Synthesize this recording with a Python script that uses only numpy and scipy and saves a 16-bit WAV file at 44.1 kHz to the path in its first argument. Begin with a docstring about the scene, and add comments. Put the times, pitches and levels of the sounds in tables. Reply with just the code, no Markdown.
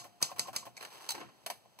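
"""A manual typewriter, miked close up: typebars clack on the platen, ring in their basket and fall on their rest.
Its carriage is then released, rolls, hits the margin stop and shudders; a lever snaps twice, then faintly once more.
Blows are short bursts of coloured noise, with decaying sines where metal, platen or case rings.
The desk drones low and the room is quiet; the two channels are out of phase, so the machine sounds wide."""
import sys
import numpy as np
from scipy.fft import rfft, irfft, next_fast_len
from scipy.io import wavfile
from scipy.ndimage import uniform_filter1d, map_coordinates

SR = 44100
rng = np.random.default_rng(int(sys.argv[2]) if len(sys.argv) > 2 else 0)


def generate_wav(sig):
    """Save sig (samples, or channels by samples) to the path in sys.argv[1] as 16-bit PCM at SR."""
    pcm = np.round(np.clip(np.atleast_2d(sig).T, -1, 1) * 32767).astype(np.int16)
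    wavfile.write(sys.argv[1], SR, pcm)


N = 79380  # samples
TIME_S = np.arange(N) / SR
TOP_HZ = 15600  # band limit of the recorder


def amp(db):
    """Decibels to gain."""
    return 10 ** (np.asarray(db) / 20)


def along(points, hz):
    """Read (Hz, value) points on a log frequency axis."""
    point_hz, value = np.transpose(points)
    return np.interp(np.log(hz + 1), np.log(point_hz + 1), value)


def grid():
    """FFT length, padded past the end, and its frequencies in Hz."""
    size = 2 * next_fast_len((N + SR // 4) // 2)
    return size, np.fft.rfftfreq(size, 1 / SR)


# Likeness of the two channels at full spread. Each row: frequency in Hz, likeness from 0 to 1.
ALIKE = [(120, 0.97), (350, 0.79), (1000, 0.87), (1550, 0), (2200, 0.84), (7000, 0.4), (10500, .25)]


def noise(level, spectrum, peaks=(), spread=1):
    """Noise under a level curve, through a causal colour with resonances; row 0 is direct sound, row 1 diffuse."""
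    size, hz = grid()
    lift_db = sum(db / (1 + ((hz - centre) / width) ** 2) for centre, width, db in peaks)
    gain = amp(along(spectrum, hz) + lift_db)
    gain = gain / np.sqrt(np.mean(gain ** 2 * (hz < TOP_HZ)))
    # folding the cepstrum gives minimum phase: nothing sounds before its blow
    cepstrum = irfft(np.log(gain))
    cepstrum[1:size // 2] *= 2
    cepstrum[size // 2 + 1:] = 0
    colour = np.exp(rfft(cepstrum))
    turn = spread * np.arccos(np.clip(along(ALIKE, hz), 0, 1)) / 2
    coloured = rfft(level * rng.standard_normal((2, N)), size) * colour
    return irfft(coloured * [np.cos(turn), np.sin(turn)], size)[:, :N]


def bursts(rows, attack_s, hold_s, t60):
    """Attack, hold and decay (t60 in seconds) for each (s, dB) row, summed in power."""
    power = np.zeros(N)
    for start_s, db in rows:
        t = TIME_S - start_s
        rise = np.clip(t / attack_s, 0, 1)
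        decay_db = 60 * np.maximum(t - attack_s - hold_s, 0) / t60
        power += (rise * amp(db - decay_db)) ** 2
    return np.sqrt(power)


SCATTER_DB = 1  # spread of mode levels from blow to blow


def ringing(rows, modes, attack_s):
    """Each (s, dB) blow rings the modes anew as decaying sines, with fresh phases and slightly new levels."""
    out = np.zeros((2, N + 2 * SR))  # a spare second at each end
    t = np.arange(SR // 2) / SR
    hz, level_db, t60 = np.transpose(modes)
    decay = amp(level_db[:, None] - 60 * t / t60[:, None])
    waves = np.exp(2j * np.pi * hz[:, None] * t) * decay * (1 - np.exp(-t / attack_s))
    for start_s, db in rows:
        strength = amp(db + SCATTER_DB * rng.standard_normal(len(hz)))
        weights = strength * np.exp(2j * np.pi * rng.random(len(hz)))
        out[0, SR + round(start_s * SR):][:len(t)] += (weights @ waves).real
    return out[:, SR:SR + N]


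# Typebar hits the platen. Each row: start in seconds, blow level in dB, low thump in dB, top crack in dB.
STRIKES = [(-.043, -21, -40, -30.5), (0.2258, -19, -28, -18.5), (0.3936, -22, -38.5, -41),
           (0.5622, -24, -40, -27)]
# Colours of the clack, basket, low thump, top crack and key linkage. Each row: frequency in Hz, relative dB.
CLACK = [(40, -39), (130, -12.5), (400, -32.5), (1500, -15.5), (2300, 2), (2900, -13.5), (3800, -4.5),
         (4800, 1.5), (6700, 0.5), (9200, -5.5), (10800, -3.5), (15300, -22.5)]
BASKET = [(40, -21), (120, -13), (300, -6.5), (800, -4.5), (1600, -4.5), (3000, -4.5), (4800, 2), (7500, 2),
          (9200, -5.5), (11000, -6.5), (15300, -17.5)]
THUMP = [(30, -14), (70, -6.5), (130, -1), (280, -4), (530, -2.5), (900, -11), (1900, -6.5), (4000, -13),
         (15000, -70)]
CRACK = [(100, -38), (4000, -2.5), (9000, 4), (12500, -4), (15500, -8)]
LINKAGE = [(60, -7), (200, -11.5), (600, 2.5), (1100, -0.5), (1700, -2.5), (3000, -7), (6000, -9),
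           (11000, -11), (15300, -12.5)]
# Resonances of the typebars. Each row: frequency in Hz, half width in Hz, lift in dB.
TYPEBAR = [(4200, 79, 3.5), (4793, 70, 4), (6830, 48, 3.5), (7590, 100, -1.5)]
# Typebar ping, give of the platen, ring of the frame. Each row: frequency in Hz, relative dB, t60 in seconds.
STRIKE_MODES = [(4265, -11, 0.019), (4720, 2, 0.021), (4950, -13.5, 0.022), (6410, -6.5, .025),
                (8080, -6, .02)]
PLATEN_MODES = [(155, -4.5, 0.022), (506, -4, 0.022)]
FRAME_MODES = [(131, 3.5, 0.17), (338, -7.5, 0.57), (517, -6, 0.52), (830, -10, 0.44), (1060, 3, 0.224)]
# Levels below are relative to the blow.
ESCAPE_LEAD_S, ESCAPE_DB = 0.012, -21.5  # the escapement trips just before each strike
CLACK_DB, CLACK_ATTACK_S = -2, .0009
STEEL_DELAY_S, STEEL_DB = 0.000789, -3
BASKET_DB, BASKET_T60_S, FRAME_DB = -14.5, 0.21, -33.5
RING_HZ, RING_DB, RING_T60_S, RING_WAVER_DB = 708, -36, .8, 2.5  # the frame's longest note


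def strikes():
    """Escapement, then a hard clack with thump, bright crack and steel ping; the basket and frame ring on."""
    s, level, thump_db, crack_db = np.transpose(STRIKES)
    blows = list(zip(s, level))
    trips = zip(s - ESCAPE_LEAD_S, level + ESCAPE_DB)
    escape = noise(bursts(trips, 0.0029, 0.0055, 0.081), LINKAGE)
    clack_level = amp(CLACK_DB) * bursts(blows, CLACK_ATTACK_S, 0.00063, 0.021)
    clack = noise(clack_level, CLACK, TYPEBAR, spread=0.21)
    steel = ringing(zip(s + STEEL_DELAY_S, level + STEEL_DB), STRIKE_MODES, .0002)
    thump = noise(bursts(zip(s, thump_db), 0.00066, 0.00015, 0.013), THUMP, spread=0.25)
    platen = ringing(zip(s, thump_db), PLATEN_MODES, 0.00037)
    crack = noise(bursts(zip(s, crack_db), 0.00012, 0.00021, 0.0044), CRACK, spread=0.12)
    basket_level = amp(BASKET_DB) * bursts(blows, 0.0017, 0.0029, BASKET_T60_S)
    basket = noise(basket_level, BASKET, TYPEBAR, spread=0.47)
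    frame = amp(FRAME_DB) * ringing(blows, FRAME_MODES, 0.00069)
    # the long note runs on from strike to strike; its level wavers through 20 random points a second
    waver = map_coordinates(rng.standard_normal(40), [TIME_S * 20])
    note_level = amp(RING_DB + RING_WAVER_DB * waver) * bursts(blows, 0.0051, .01, RING_T60_S)
    frame[0] += note_level * np.sin(2 * np.pi * RING_HZ * TIME_S)
    return escape + clack + steel + thump + platen + crack + basket + frame


# Key linkage takes up or lets go. Each row: start in seconds, level in dB.
TICKS = [(.04, -51), (.203, -58.5), (.307, -50.5), (.361, -52), (.472, -47), (.53, -48), (.542, -52.5),
         (.653, -49.5)]
# Key lever hums briefly as it is pressed or let go. Each row: start in seconds, level in dB.
LEVERS = [(.008, -56), (.204, -55), (.218, -55), (.288, -51), (.362, -52), (.448, -51), (.532, -50),
          (.624, -54)]
# Typebar drops on its padded rest. 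Each row: start in seconds, level in dB before the trims of thud and rest.
RETURNS = [(.047, -43.5), (0.3148, -37.5), (.4815, -36), (.666, -38), (1.652, -55.5)]
# Colours of the key lever and of the padded thud. Each row: frequency in Hz, relative dB.
LEVER = [(300, -36.5), (850, -11), (1100, 1), (1350, -23), (2500, -19.5), (15000, -59)]
THUD = [(40, -36), (120, -5), (350, -8), (560, -4), (750, 8), (1080, -22), (1500, -12.5), (2500, -11.5),
        (5000, -20), (9000, -32), (15300, -35)]
# Resonances of the case, also shaken by the carriage. Each row: frequency in Hz, half width in Hz, lift in dB.
CASE_PEAKS = [(364, 22, 1.7), (530, 35, 1.2), (804, 63, 4.5), (928, 10, 6.9), (1061, 43, 7.2)]
# Modes of the typebar rest. Each row: frequency in Hz, relative dB, t60 in seconds.
REST_MODES = [(560, 0, 0.05), (700, 1, 0.06), (803, -1, 0.04), (960, -1, 0.04), (1060, 2, 0.06)]
BOUNCE_S, BOUNCE_DB = 0.0057, -4  # spacing of the bounces, and change of level at each
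THUD_TRIM_DB, REST_TRIM_DB = -5.5, -4


def keys():
    """Linkages tick, levers hum briefly, and each typebar lands with two soft bounces while its rest rings."""
    ticks = noise(bursts(TICKS, 0.00077, 0.0016, 0.16), LINKAGE)
    levers = noise(bursts(LEVERS, 0.002, 0.011, 0.047), LEVER)
    landings = [(s + k * BOUNCE_S, db + k * BOUNCE_DB) for s, db in RETURNS for k in range(3)]
    thuds = amp(THUD_TRIM_DB) * noise(bursts(landings, 0.00037, 0.00097, 0.05), THUD, CASE_PEAKS)
    rest = amp(REST_TRIM_DB) * ringing(RETURNS, REST_MODES, 0.0026)
    return ticks + levers + thuds + rest


# Carriage release catch clicks. Each row: start in seconds, level in dB.
RELEASE = [(.767, -46), (.774, -45.5)]
# Carriage rolls and rattles out, a curve. Each row: time in seconds, level in dB before the rasp and rail trim.
SLIDE = [(.75, -68), (0.813, -53.5), (0.859, -50.5), (0.896, -59), (.925, -52.5), (.98, -55), (1.04, -51.5),
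         (1.085, -55), (1.22, -57.5), (1.27, -74), (1.359, -72), (1.45, -67.5)]
# Pawl clatters on the rack as the carriage starts and rebounds. Each row: start in seconds, level in dB.
RACK = [(0.808, -44.5), (.826, -40.5), (.849, -42), (0.909, -56), (0.933, -59), (1.1502, -41), (1.203, -50)]
# Carriage hits the margin stop and rebounds.
# Each row: start in seconds, level in dB, case note in Hz, note level in dB.
STOPS = [(1.0897, -31.5, 950, -44.5), (1.1046, -31.5, 893, -42.5), (1.118, -38.5, 798, -45)]
# The machine shudders. Each row: start in seconds, level in dB, case note in Hz, note level in dB.
BUMPS = [(1.144, -48.5, 876, -42), (1.151, -54.5, 933, -43.5), (1.163, -58, 343, -49.5),
         (1.178, -48.5, 834, -47), (1.204, -49.5, 335, -46), (1.211, -46, 1055, -43),
         (1.229, -70, 720, -42.5), (1.288, -60.5, 810, -71)]
# Colours of the catch, rail, stop and case. Each row: frequency in Hz, relative dB.
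CATCH = [(60, -28), (600, -5), (1400, -11.5), (2250, 6.5), (3200, -15), (4200, -2), (8000, -5.5),
         (15300, -21.5)]
RAIL = [(40, -11), (120, -22), (400, 0), (1000, -1), (1400, -2), (2300, -3.5), (4500, -4.5), (6500, -9),
        (11000, -12), (15300, -18)]
STOP = [(60, -17), (300, -15.5), (900, -1.5), (1250, -5.5), (1750, 0.5), (2800, -2), (4100, 4.5), (6000, 3),
        (8100, 1), (10000, -2), (15300, -5.5)]
CASE = [(40, -26), (120, -15), (300, 12), (900, 2), (1500, 5), (3000, -1), (4500, -7.5), (8000, -14.5),
        (15300, -40)]
# Resonances of the rack. Each row: frequency in Hz, half width in Hz, lift in dB.
PAWL_PEAKS = [(1790, 60, 8), (2310, 160, 7.5), (4080, 72, 8)]
# Modes of the steel stop. Each row: frequency in Hz, relative dB, t60 in seconds.
STOP_MODES = [(3993, -2, .1), (4060, -1, .1), (4535, -2, .09), (6680, -10, .1), (8105, -7, .08),
              (12500, -14, .08)]
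RASP_DB = 2.3  # random flutter of the rolling level
RAIL_TRIM_DB, STOP_TAIL_DB, STOP_RING_DB, CASE_TAIL_DB = -0.5, -18.5, -6, -8
KNOCK_T60_S = 0.068


def carriage():
    """The carriage clicks free, rolls with a rasp and a clattering pawl, hits the steel stop and shakes the case."""
    s, db = np.transpose(SLIDE)
    stops = [row[:2] for row in STOPS]
    bumps = [row[:2] for row in BUMPS]
    catch = noise(bursts(RELEASE, 0.00067, 0.0021, 0.054), CATCH)
    grain = uniform_filter1d(rng.standard_normal(N), size=110)  # 2.5 ms averages
    roll_db = np.interp(TIME_S, s, db, left=-120, right=-120)
    roll = amp(roll_db + RASP_DB * grain / grain.std())
    rail = amp(RAIL_TRIM_DB) * noise(roll, RAIL, CASE_PEAKS)
    pawl = noise(bursts(RACK, 0.00038, 0.0011, 0.045), RAIL, PAWL_PEAKS)
    stop_tail = amp(STOP_TAIL_DB) * bursts(stops, 0.0042, 0.0042, 0.3)
    stop = noise(bursts(stops, 0.00093, 0.0016, 0.029) + stop_tail, STOP, spread=0.49)
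    steel = amp(STOP_RING_DB) * ringing(stops, STOP_MODES, 0.0005)
    case_tail = amp(CASE_TAIL_DB) * bursts(bumps, 0.011, 0.0039, 0.35)
    case = noise(bursts(bumps, 0.0016, 0.0023, 0.046) + case_tail, CASE, CASE_PEAKS)
    return catch + rail + pawl + stop + steel + case + knocks(STOPS + BUMPS)


def knocks(rows):
    """Each blow on the case rings the note of the panel that it shakes."""
    return sum(ringing([(s, db)], [(hz, 0, KNOCK_T60_S)], 0.00078) for s, _, hz, db in rows)


# Carriage lever snaps. Each row: start in seconds, level in dB, knock of the case in dB.
SNAPS = [(1.4624, -34.5, -62), (1.5003, -35, -41), (1.788, -49, -51)]
# Colour of the snap. Each row: frequency in Hz, relative dB.
SNAP = [(60, -31), (250, -12), (750, 4.5), (1050, -5), (1350, -8), (2000, -7.5), (4900, -6.5),
        (7000, -10.5), (12500, -10), (15300, -17)]
# Resonances of the lever. Each row: frequency in Hz, half width in Hz, lift in dB.
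SNAP_PEAKS = [(1790, 77, 7.4), (2290, 120, 5.2), (9280, 300, 6.4)]
# Modes of the case under the lever. Each row: frequency in Hz, relative dB, t60 in seconds.
SNAP_MODES = [(528, -4, 0.066), (690, -6, 0.11), (797, -5, 0.075), (965, 0, 0.052), (1056, -1.5, 0.08)]
SNAP_TAIL_DB = -14.5


def snaps():
    """Dry metal snaps with a hollow knock of the case and a short tail."""
    s, level, knock_db = np.transpose(SNAPS)
    blows = list(zip(s, level))
    tail = amp(SNAP_TAIL_DB) * bursts(blows, 0.0041, 0.0065, 0.25)
    snap = noise(bursts(blows, 0.00059, 0.0012, 0.045) + tail, SNAP, SNAP_PEAKS)
    return snap + ringing(zip(s, knock_db), SNAP_MODES, 0.0027)


# Low drone of the desk, a curve. Each row: time in seconds, level in dB.
DRONE = [(0, -62.5), (.2, -78.5), (.41, -59.5), (.6, -66), (.71, -66), (.79, -78.5), (1.12, -72),
         (1.25, -58.5), (1.401, -78.5), (1.52, -66.5), (1.7, -83)]
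# Colour of the desk. Each row: frequency in Hz, relative dB.
DESK = [(60, -29.5), (95, -6.5), (121, 3), (150, -9.5), (210, -5.5), (1500, -54)]


def desk():
    """The desk drones while the machine shakes it: low noise under a level curve."""
    s, db = np.transpose(DRONE)
    return noise(amp(np.interp(TIME_S, s, db)), DESK)


# Colour of the quiet room. Each row: frequency in Hz, relative dB.
ROOM_TONE = [(25, -35), (60, -8.5), (120, -0.5), (250, -5), (700, -1.5), (1500, -12), (4000, -13),
             (9000, -18.5), (15300, -23.5)]
ROOM_DB = -67


def room():
    """Steady coloured noise of the quiet room."""
    return noise(amp(ROOM_DB), ROOM_TONE)


# Phase by which left leads right in the direct sound, below the lag. Each row: frequency in Hz, phase in radians.
LOW_PHASE = [(30, -3), (120, -2), (250, -1.43), (500, -1.47), (1350, 0.7), (1550, -3), (2100, -4.5)]
# Balance of the channels. 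Each row: frequency in Hz, left minus right in dB.
BALANCE = [(250, 1), (700, 3), (1400, -2), (2500, 0)]
LAG_S, LAG_FROM_HZ, MIRROR_FROM_HZ = .000561, 2100, 3119


def widen(pair):
    """Treble is opposite in polarity and half a millisecond apart; diffuse treble lags the other way."""
    size, hz = grid()
    phase = np.where(hz < LAG_FROM_HZ, along(LOW_PHASE, hz), np.pi - 2 * np.pi * LAG_S * hz)
    diffuse_phase = np.where(hz < MIRROR_FROM_HZ, phase + np.pi, -phase)
    direct, diffuse = rfft(pair, size)
    half = np.array([[.5], [-.5]])  # left and right each take half of the difference
    channels = direct * np.exp(1j * half * phase) + diffuse * np.exp(1j * half * diffuse_phase)
    return irfft(channels * amp(half * along(BALANCE, hz)), size)[:, :N]


def scene():
    """The machine on its desk over a quiet room."""
    return widen(strikes() + keys() + carriage() + snaps() + desk() + room())


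def record(dry):
    """The recorder cuts steeply above its band limit."""
    size, hz = grid()
    return irfft(rfft(dry, size) / np.sqrt(1 + (hz / TOP_HZ) ** 160), size)[:, :N]


dry = scene()
out = record(dry)
generate_wav(out)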